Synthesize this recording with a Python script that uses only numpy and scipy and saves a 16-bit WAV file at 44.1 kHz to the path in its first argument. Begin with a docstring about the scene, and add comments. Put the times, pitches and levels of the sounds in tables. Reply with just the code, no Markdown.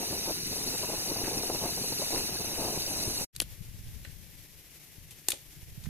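"""A green bamboo tube lies across a wood fire outdoors. At first we are close to its mouth: steam hisses out as
smooth coloured noise, flames flutter as dense random puffs and sap sizzles as tiny bursts, spitting twice. A
light breeze slowly picks up. After a very short silence the scene changes and the fire is heard from a few
steps away: a faint hiss and a low drone, with gusts and dull bumps of wind on the microphone. Dry sticks are
snapped for fuel, each crack a quick burst of noise with a ring, a woody tone and a tail of echoes; bark rustles
beside them."""
import sys
import numpy as np
from scipy import signal
from scipy.fft import rfft, irfft, next_fast_len
from scipy.io import wavfile
from scipy.ndimage import uniform_filter1d

SR = 44100
rng = np.random.default_rng(int(sys.argv[2]) if len(sys.argv) > 2 else 0)


def to_wav(sig):
    """Store sig (one row per channel, or 1-D mono) as 16-bit WAV at the path in sys.argv[1].

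    Samples outside -1..1 are clipped; the rate is SR.
    """
    pcm = np.clip(np.atleast_2d(sig), -1, 1) * 32767
    pcm = np.round(pcm).astype(np.int16)
    wavfile.write(sys.argv[1], SR, pcm.T)  # frames by channels


N = 259735
TIME = np.arange(N) / SR
SIZE = next_fast_len(N)
FREQ = np.maximum(np.fft.rfftfreq(SIZE, 1 / SR), 1)  # never 0, so its logarithm exists


# resonances of the steam hiss, levels relative to each other:
# centre_hz, width_hz, level_db, left_over_right_db, left_lead_radians, left_right_likeness (0-1)
STEAM_RESONANCES = [(2280, 3280, -14.6, 0.4, -2.3, 0.5), (2700, 520, -11.3, -7.5, -0.6, 0.35),
                    (3920, 450, -6.2, -2.3, -2.5, 0.41), (4600, 650, 0.0, 0.0, 3.1, 0.99),
                    (5640, 710, -1.5, 0.9, 2.9, 0.99), (6150, 800, -6.7, -6.7, 0.6, 0.7),
                    (7590, 1030, -6.6, -0.5, 2.5, 0.26), (9000, 930, -10.3, -0.8, 0.2, 0.99),
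                    (10090, 1550, -7.3, 6.9, -0.8, 0.27), (11120, 540, -9.0, 18.3, -3.0, 0.29),
                    (12390, 1760, -10.8, 3.3, -0.7, 0.03), (14800, 1760, -13.0, -2.3, 3.5, 0.03)]
# narrow dips in the hiss: centre_hz, width_hz
STEAM_DIPS = [(5046, 270), (7125, 235), (8320, 265)]
# bands where the left and right noise are set in opposite phase: centre_hz, width_hz, share (0-1)
OPPOSITE_PHASE_BANDS = [(3310, 280, 0.96), (4850, 1360, 1)]
# the flow of steam wavers: time_s, level_change_db, extra_change_of_the_sharp_edge_db
STEAM_FLOW = [(0.0, -0.5, -0.5), (0.36, 0.5, -2.5), (0.42, -3, -2), (0.47, -0.5, -2), (0.63, -0.3, 1),
              (1.1, 0, -0.5), (1.17, 0, -6), (1.25, 0.5, -1), (1.63, 0, -2), (1.72, 0.3, 0),
              (2.2, 1.5, 0.5), (2.3, 0.5, -4), (2.52, -0.5, -2.5), (2.65, 0.5, -1.5), (3.15, -0.5, 3)]


def steam(level_db=-34.0, edge_hz=(6700, 8900)):
    """The jet of vapour is smooth noise coloured by broad resonances, each with its own left-right balance."""
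    columns = np.array(STEAM_RESONANCES).T[:, :, None]
    hz, width_hz, band_db, pan_db, lead, alike = columns
    power = from_db(band_db) ** 2 / (1 + ((FREQ - hz) / width_hz) ** 2 / np.e) ** 8
    for dip_hz, dip_width_hz in STEAM_DIPS:
        power = power * (1 - .97 / (1 + (2 * (FREQ - dip_hz) / dip_width_hz) ** 2))
    left = np.sqrt((power * from_db(pan_db)).sum(0))
    right = np.sqrt((power * from_db(-pan_db)).sum(0))
    # the angle of the likeness holds the lead of the left ear
    likeness = (power * alike * np.exp(-1j * lead)).sum(0) / (left * right + 1e-20)
    for centre_hz, span_hz, share in OPPOSITE_PHASE_BANDS:
        opposed = np.clip(share, 0, 1) / (1 + (2 * (FREQ - centre_hz) / span_hz) ** 16)
        likeness = likeness * (1 - opposed) - opposed
        # these bands are also set more equally loud on both sides
        left, right = left + opposed * (right - left) / 2, right + opposed * (left - right) / 2
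    flow_db, edge_db = in_time(STEAM_FLOW)
    flicker_db = .5 * drift(25)
    hiss = mottled(stereo_noise(left, right, likeness), patchy_db=3.2, patch_hz=220)
    return from_db(level_db + flow_db + flicker_db) * lifted(hiss, edge_hz, "band", edge_db)


def mottled(x, patchy_db, patch_hz, size=1024):
    """Make a sound flicker in narrow, short-lived patches of the spectrum."""
    _, _, spectra = signal.stft(x, nperseg=size)
    rough = rng.standard_normal(spectra.shape[1:])
    bins = max(1, round(patch_hz * size / SR))
    patches = rms_one(uniform_filter1d(rough, bins, axis=0))
    _, patched = signal.istft(spectra * from_db(patchy_db * patches), nperseg=size)
    return rms_one(patched[:, :N])


# how hard the fire burns: time_s, flutter_level_db (before the trim in flames)
FLAME = [(0.0, -45.5), (0.2, -49.5), (0.3, -39.5), (0.345, -59), (0.48, -58), (0.56, -43), (0.64, -49.5),
         (0.74, -47), (1.05, -46), (1.27, -41.5), (1.38, -46.5), (1.58, -47), (1.655, -38), (1.74, -52.5),
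         (2.07, -48), (2.15, -40.5), (2.24, -49), (2.52, -43.5), (2.68, -39.5), (2.76, -47.5),
         (3.23, -46.5)]
# the strongest flares: time_s, flutter_peak_db, low_thump_peak_db (both before the trims in flames)
FLARES = [(0.028, -32, -46), (0.123, -31.5, -40), (0.301, -30.5, -39), (0.745, -33, -47),
          (0.83, -27.5, -51), (0.895, -30, -45), (0.931, -30.5, -42), (1.108, -31.5, -37),
          (1.232, -36, -32), (1.274, -28.5, -36), (1.431, -29, -44), (1.494, -26.5, -49), (1.542, -29, -54),
          (1.771, -31.5, -36.5), (1.836, -32, -49), (1.921, -31.5, -49), (2.014, -27.5, -45),
          (2.68, -28.5, -42), (2.769, -33, -34), (2.875, -33, -55), (3.07, -58, -28)]
# colour of the low roar: pitch_hz, relative_level_db (per Hz)
ROAR = [(30, -3), (70, -6), (130, -1), (330, -2.5), (420, -4.5), (600, -27), (2500, -62)]
# colour of the flutter: pitch_hz, relative_level_db (per Hz)
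FLUTTER = [(150, -14.5), (280, -3.5), (390, 0), (560, -3), (740, -3), (950, -7), (1150, -15), (4500, -54)]


def flames(flutter_trim_db=2.0, flare_trim_db=-6.0, thump_trim_db=-1.5, roar_db=-45.0, roar_follows=0.17,
           roar_swing_db=3.0, flutter_swing_db=4.0, brightens=.3, bright_hz=750, lag_s=.0001):
    """Burning gas makes a low roar and a dense flutter that tears off for moments, leaps with each flare
    and brightens as it grows."""
    vigour_db, = in_time(FLAME)
    surge_db = vigour_db - vigour_db.mean()
    s, peaks_db, thumps_db = np.transpose(FLARES)
    turbulence = drift(24.3)
    low_db = roar_db + roar_follows * surge_db + roar_swing_db * turbulence
    low_power = from_db(low_db) ** 2 + swells(s, thumps_db + thump_trim_db, rises_s=0.006)
    # the cap lets the flutter fall further than it rises
    mid_db = vigour_db + flutter_trim_db + flutter_swing_db * np.minimum(turbulence, .5)
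    mid_power = from_db(mid_db) ** 2 + swells(s, peaks_db + flare_trim_db, rises_s=0.0053)
    flutter = puffs(FLUTTER, per_s=4000, spread_db=0)
    flutter = lifted(flutter, bright_hz, "high", brightens * surge_db)
    roar = puffs(ROAR, per_s=1200, spread_db=3.0)
    fire = np.sqrt(low_power) * roar + np.sqrt(mid_power) * flutter
    # the fire lies a little to the left, so the right ear hears it later
    later = np.interp(TIME - lag_s, TIME, fire)
    return panned(1.8) * np.array([fire, later])


# sap spits on the hot wall of the tube: time_s, peak_db, swell_s
SPITS = [(1.222, -48, 0.026), (2.145, -46.5, 0.02)]
# colour of the sizzle: pitch_hz, relative_level_db (per Hz)
SIZZLE = [(800, -17), (1400, 2), (2700, 4.5), (4300, -42)]


def sizzle(steady_db=-56):
    """Tiny blisters of sap burst all the time, and far harder when it spits."""
    power = from_db(steady_db) ** 2 + swells(*np.transpose(SPITS))
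    return np.sqrt(power) * puffs(SIZZLE, per_s=700, spread_db=6.0)


# cracks of dry wood: time_s, peak_db (before the trim in cracks), ring_hz, ring_db, brightness_db,
# time_to_fall_60_db_s, woody_tone_hz, woody_tone_db, scattered_tail_db
CRACKS = [(3.362, -24, 4170, -7, 7, 0.018, 1760, -23, -22), (3.4010, -7, 4200, -7, -1, .007, 330, -17, -22),
          (3.4031, -10, 3000, -3, -5, 0.008, 1760, -18, -22),
          (3.4132, -21, 10400, 3, 7, 0.017, 3400, -11, -17),
          (3.419, -15, 10440, 3, -8, 0.009, 510, -10, -22), (3.4217, -29, 3370, -8, -4, 0.037, 300, 1, -24),
          (4.0478, -33.5, 1900, -2, -24, 0.03, 4060, -3, -7),
          (5.104, -38.5, 3240, -10, 5, 0.1, 2900, -20, -16),
          (5.2848, -7, 7560, -8, 0, 0.009, 770, -17, -14), (5.2863, -6, 8200, -8, 2, 0.007, 360, -19, -14),
          (5.291, -26, 4400, -13, 15, 0.03, 1750, -8, -16),
          (5.303, -15, 10400, -12, 4, 0.027, 1770, -16, -9),
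          (5.3182, -15.5, 3400, -2.5, 4, 0.021, 2350, -17, -16),
          (5.3333, -34, 550, 4, -6, 0.019, 530, 4.5, -8),
          (5.856, -42.5, 1690, -4, -18, 0.069, 1220, -2, -16)]
# colour of splitting wood, also used by the rustles: pitch_hz, relative_level_db (per Hz)
WOOD = [(120, -20), (400, -5), (750, -9), (1200, -6), (2500, -2), (4000, 1.5), (5300, 0), (8000, 4),
        (12000, 4), (15500, -12)]
# far sounds favour the left ear in the treble, the far hiss too: pitch_hz, left_over_right_db
FAR_BALANCE = [(1200, 2.5), (2000, 0.5), (7000, -0.5), (9500, 5.5), (11500, 16.5), (14500, -2)]


def cracks(ring_width_hz=800, bright_hz=5000, ragged_db=2.0, likeness=0.59, trim_db=-8.0, build_share=0.038,
           body_t60_s=0.021, size=8192):
    """Each crack is a volley of tearing fibres that builds, dies quickly and rings one resonance of the stick."""
    direct, outward = np.zeros((2, 2, N + size))
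    age = np.arange(size) / SR
    hz = np.maximum(np.fft.rfftfreq(size, 1 / SR), 1)
    alike, ears = np.clip(likeness, 0, 1), panned(at_hz(FAR_BALANCE, hz))
    for s, peak_db, ring_hz, ring_db, bright_db, t60_s, body_hz, body_db, tail_db in CRACKS:
        ragged = from_db(ragged_db * rng.standard_normal(size))
        mid, side = rng.standard_normal((2, size)) * ragged
        both = np.sqrt(1 + alike) * mid + np.sqrt(1 - alike) * side * [[1], [-1]]
        fibres = ears * rfft(both)
        colour_db = at_hz(WOOD, hz) + bright_db / (1 + (bright_hz / hz) ** 4)
        tear = irfft(fibres * from_db(colour_db))
        ring = irfft(fibres / (1 + (2 * (hz - ring_hz) / ring_width_hz) ** 2))
        # longer volleys also take longer to build
        build = 1 - np.exp(-(age / (build_share * t60_s)) ** 2)
        shape = build * from_db(-60 * age / t60_s)
        volley = rms_one(rms_one(tear * shape) + from_db(ring_db) * rms_one(ring * shape))
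        volley = volley * np.sqrt(np.mean(shape ** 2)) / shape.max()
        # the released piece bends back and forth with a brief woody tone
        body = from_db(body_db - 60 * age / body_t60_s) * np.sin(2 * np.pi * body_hz * age)
        crack = from_db(peak_db + trim_db) * (volley + body)
        start = round(s * SR)
        direct[:, start:start + size] += crack
        outward[:, start:start + size] += from_db(tail_db) * crack
    return direct[:, :N] + clearing(outward[:, :N])


def clearing(x, dull_hz=8000, build_s=0.00089, echoes_per_s=700, diffuse=0.12, t60_s=.23):
    """Ground and bushes scatter a short, duller tail of many separate echoes."""
    age = TIME[:SR // 2]
    echoes = diffuse + (rng.random((2, len(age))) < echoes_per_s / SR)
    fade = from_db(-60 * age / t60_s) * (1 - np.exp(-age / build_s))
    scatter = echoes * rng.standard_normal((2, len(age))) * fade
    dulling = signal.butter(1, min(dull_hz, .45 * SR), fs=SR, output="sos")
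    scatter = signal.sosfilt(dulling, scatter)
    scatter /= np.sqrt(np.sum(scatter ** 2, axis=1, keepdims=True))
    return signal.fftconvolve(x, scatter, axes=1)[:, :N]


# bark and splinters rub as a stick is bent: time_s, peak_db, swell_s
RUSTLES = [(3.349, -48, 0.003), (4.035, -56.5, 0.02), (5.317, -46, 0.014), (5.83, -53.5, 0.011)]


def rustles(dull_hz=7000):
    """Rubbing bark and splinters make a fine crackle of random grains, different in each ear."""
    grains = np.array([puffs(WOOD, per_s=750, spread_db=5.0) for ear in range(2)])
    dulling = signal.butter(2, min(dull_hz, SR / 2 - 1), fs=SR, output="sos")
    dull = signal.sosfilt(dulling, grains)
    return np.sqrt(swells(*np.transpose(RUSTLES))) * rms_one(dull)


# the breeze at the microphone: time_s, level_db (before the trim in gusts), left_over_right_db
WIND = [(3.34, -50, 11), (3.42, -48, 4), (3.48, -51.5, 7), (3.76, -49, 11), (3.81, -48, -8),
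        (4.08, -49.5, 18), (4.14, -53, 16), (4.9, -65, 8), (5.05, -57, 5), (5.27, -67.5, 7),
        (5.82, -51.5, -6), (5.88, -43, -23)]


def gusts(trim_db=3.5):
    """The breeze swells, drops and veers between the left and right ports of the microphone."""
    level_db, side_db = in_time(WIND)
    return panned(side_db) * wind(level_db + trim_db, lumps_db=3.5)


# colour of wind on the microphone: pitch_hz, relative_level_db (per Hz)
BUFFET = [(15, -4.5), (50, -2), (110, -2.5), (170, -10), (250, -21), (900, -71)]


def wind(level_db, lumps_db, eddies_hz=20):
    """Eddies buffet each microphone port: low noise, mostly separate, with its own uneven level at each port."""
    colour = from_db(at_hz(BUFFET))
    eddies = np.array([drift(eddies_hz), drift(eddies_hz)])
    ports = stereo_noise(colour, colour, likeness=.2)
    return from_db(level_db + lumps_db * eddies) * ports


# dull bumps on the microphone: time_s, peak_db (before the trim in bumps), pitch_hz, left_over_right_db
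BUMPS = [(4.014, -37, 70, 17), (4.074, -28, 60.3, 20), (4.981, -33.5, 85.5, 18), (5.627, -32, 60, -22),
         (5.776, -29, 128, -22), (5.869, -23.5, 149, -30)]


def bumps(rise_s=0.0036, trim_db=-4.5):
    """A single large eddy pushes on a port: a heavily damped low swing."""
    age = TIME[:SR // 8]
    out = np.zeros((2, N + SR // 8))
    for s, peak_db, hz, pan_db in BUMPS:
        shape = age / rise_s * np.exp(1 - age / rise_s)
        swing = np.sin(2 * np.pi * (hz * age + rng.random())) * shape
        start = round(s * SR)
        out[:, start:start + len(age)] += from_db(peak_db + trim_db) * panned(pan_db) * swing
    return out[:, :N]


# colour of the distant hiss: pitch_hz, relative_level_db (per Hz)
FAR_HISS = [(150, -12), (300, -2), (500, -7.5), (1300, -15), (2000, -6), (2700, -6.5), (4500, -8),
            (5800, -6), (8800, -10), (11500, -3), (13000, -4.5), (15500, -17)]
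# how alike the distant hiss is in the two ears: pitch_hz, left_right_likeness (0-1)
FAR_LIKENESS = [(400, 0.98), (1100, 0.28), (2000, 0.74), (3250, 0.32), (4000, 0.057), (7800, 0.025),
                (12500, .3)]


def far_hiss(level_db=-53.5, flicker_db=1.25):
    """The steaming tube and the open air from a few steps away: faint coloured noise with a flickering level."""
    left, right = from_db(at_hz(FAR_HISS)) * panned(at_hz(FAR_BALANCE))
    likeness = np.clip(at_hz(FAR_LIKENESS), -1, 1)
    return from_db(level_db + flicker_db * drift(21.0)) * stereo_noise(left, right, likeness)


def drone(hz=155, width_hz=22, level_db=-65):
    """A faint low drone hangs in the distance: noise kept to a narrow band."""
    colour = 1 / (1 + (2 * (FREQ - hz) / width_hz) ** 2)
    return from_db(level_db) * stereo_noise(colour, colour, likeness=0.67)


def from_db(db):
    """Turn decibels into gain."""
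    return 10 ** (np.asarray(db) / 20)


def rms_one(x):
    """Scale to an rms (average strength) of 1."""
    return x / np.sqrt(np.mean(x ** 2) + 1e-20)


def in_time(rows):
    """Draw each column of a time table as a curve with a value at every sample."""
    s, *columns = np.transpose(rows)
    return [np.interp(TIME, s, column) for column in columns]


def at_hz(points, hz=FREQ):
    """Read a frequency table between its points, on a logarithmic frequency axis."""
    points = np.array(points)
    return np.interp(np.log(hz), np.log(points[:, 0]), points[:, 1])


def panned(db):
    """Left and right gains for a left-over-right level difference, at constant power."""
    gains = from_db(np.array([[.5], [-.5]]) * db)
    return gains / np.sqrt(np.mean(gains ** 2, axis=0))


def drift(rate_hz):
    """Smoothed noise that wanders around 0 with a spread near 1; a higher rate wanders faster."""
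    step = 40  # samples between drawn values
    r = np.exp(-2 * np.pi * rate_hz * step / SR)
    draws = rng.standard_normal(N // step + 2002)
    slow = signal.lfilter([1], [1, -2 * r, r * r], draws)[2000:]  # skip the filter's start-up
    return np.interp(np.arange(N) / step, np.arange(len(slow)), rms_one(slow))


def stereo_noise(left, right, likeness):
    """Noise with a gain per frequency at each ear and a (complex) likeness between them; rms 1."""
    shared, own = rfft(rng.standard_normal((2, SIZE)))
    apart = np.sqrt(np.maximum(1 - np.abs(likeness) ** 2, 0))
    right_ear = right * (likeness * shared + apart * own)
    return rms_one(irfft([left * shared, right_ear], SIZE)[:, :N])


def puffs(colour, per_s, spread_db):
    """Random pressure pulses of either sign, sized by spread_db and rounded to a colour; rms 1."""
    happens = rng.random(N) < per_s / SR
    sign = rng.choice([-1, 1], N)
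    loudness = from_db(spread_db * np.clip(rng.standard_normal(N), -2, 2))
    spectrum = rfft(happens * sign * loudness, SIZE) * from_db(at_hz(colour))
    return rms_one(irfft(spectrum, SIZE)[:N])


def lifted(x, edges_hz, kind, db):
    """Raise or lower one part of the spectrum by a level that changes in time."""
    sos = signal.butter(1, np.minimum(edges_hz, SR / 2 - 1), kind, fs=SR, output="sos")
    return x + (from_db(db) - 1) * signal.sosfilt(sos, x)


def swells(times_s, peaks_db, rises_s):
    """Power of short surges: each swells quickly and dies more slowly."""
    power = np.zeros(N)
    for s, peak_db, rise_s in np.broadcast(times_s, peaks_db, rises_s):
        near = slice(int(s * SR), int(s * SR) + SR // 2)
        age = np.maximum(TIME[near] - s, 0) / rise_s
        power[near] += (from_db(peak_db) * age * np.exp(1 - age)) ** 2
    return power


def scene(close_end_s=3.243, far_start_s=3.327):
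    """First at the mouth of the tube, then, after a brief silence, the scene changes to a few steps back."""
    close = np.exp(-np.maximum(TIME - close_end_s, 0) / 0.0036)  # quick fade out
    far = np.clip((TIME - far_start_s) / .06, 0, 1)  # fade in over 0.06 s
    breeze = wind(level_db=-58 + 3 * TIME, lumps_db=0.0)  # grows by 3 dB a second
    at_tube = steam() + sizzle() + flames() + breeze
    stepped_back = far_hiss() + drone() + gusts() + bumps()
    return close * at_tube + far * stepped_back + cracks() + rustles()


def record(dry, cutoff_hz=15500):
    """Cut the top of the spectrum steeply with a low-pass filter."""
    sos = signal.ellip(10, .2, 80, cutoff_hz, fs=SR, output="sos")
    return signal.sosfilt(sos, dry)


dry = scene()
out = record(dry)
to_wav(out)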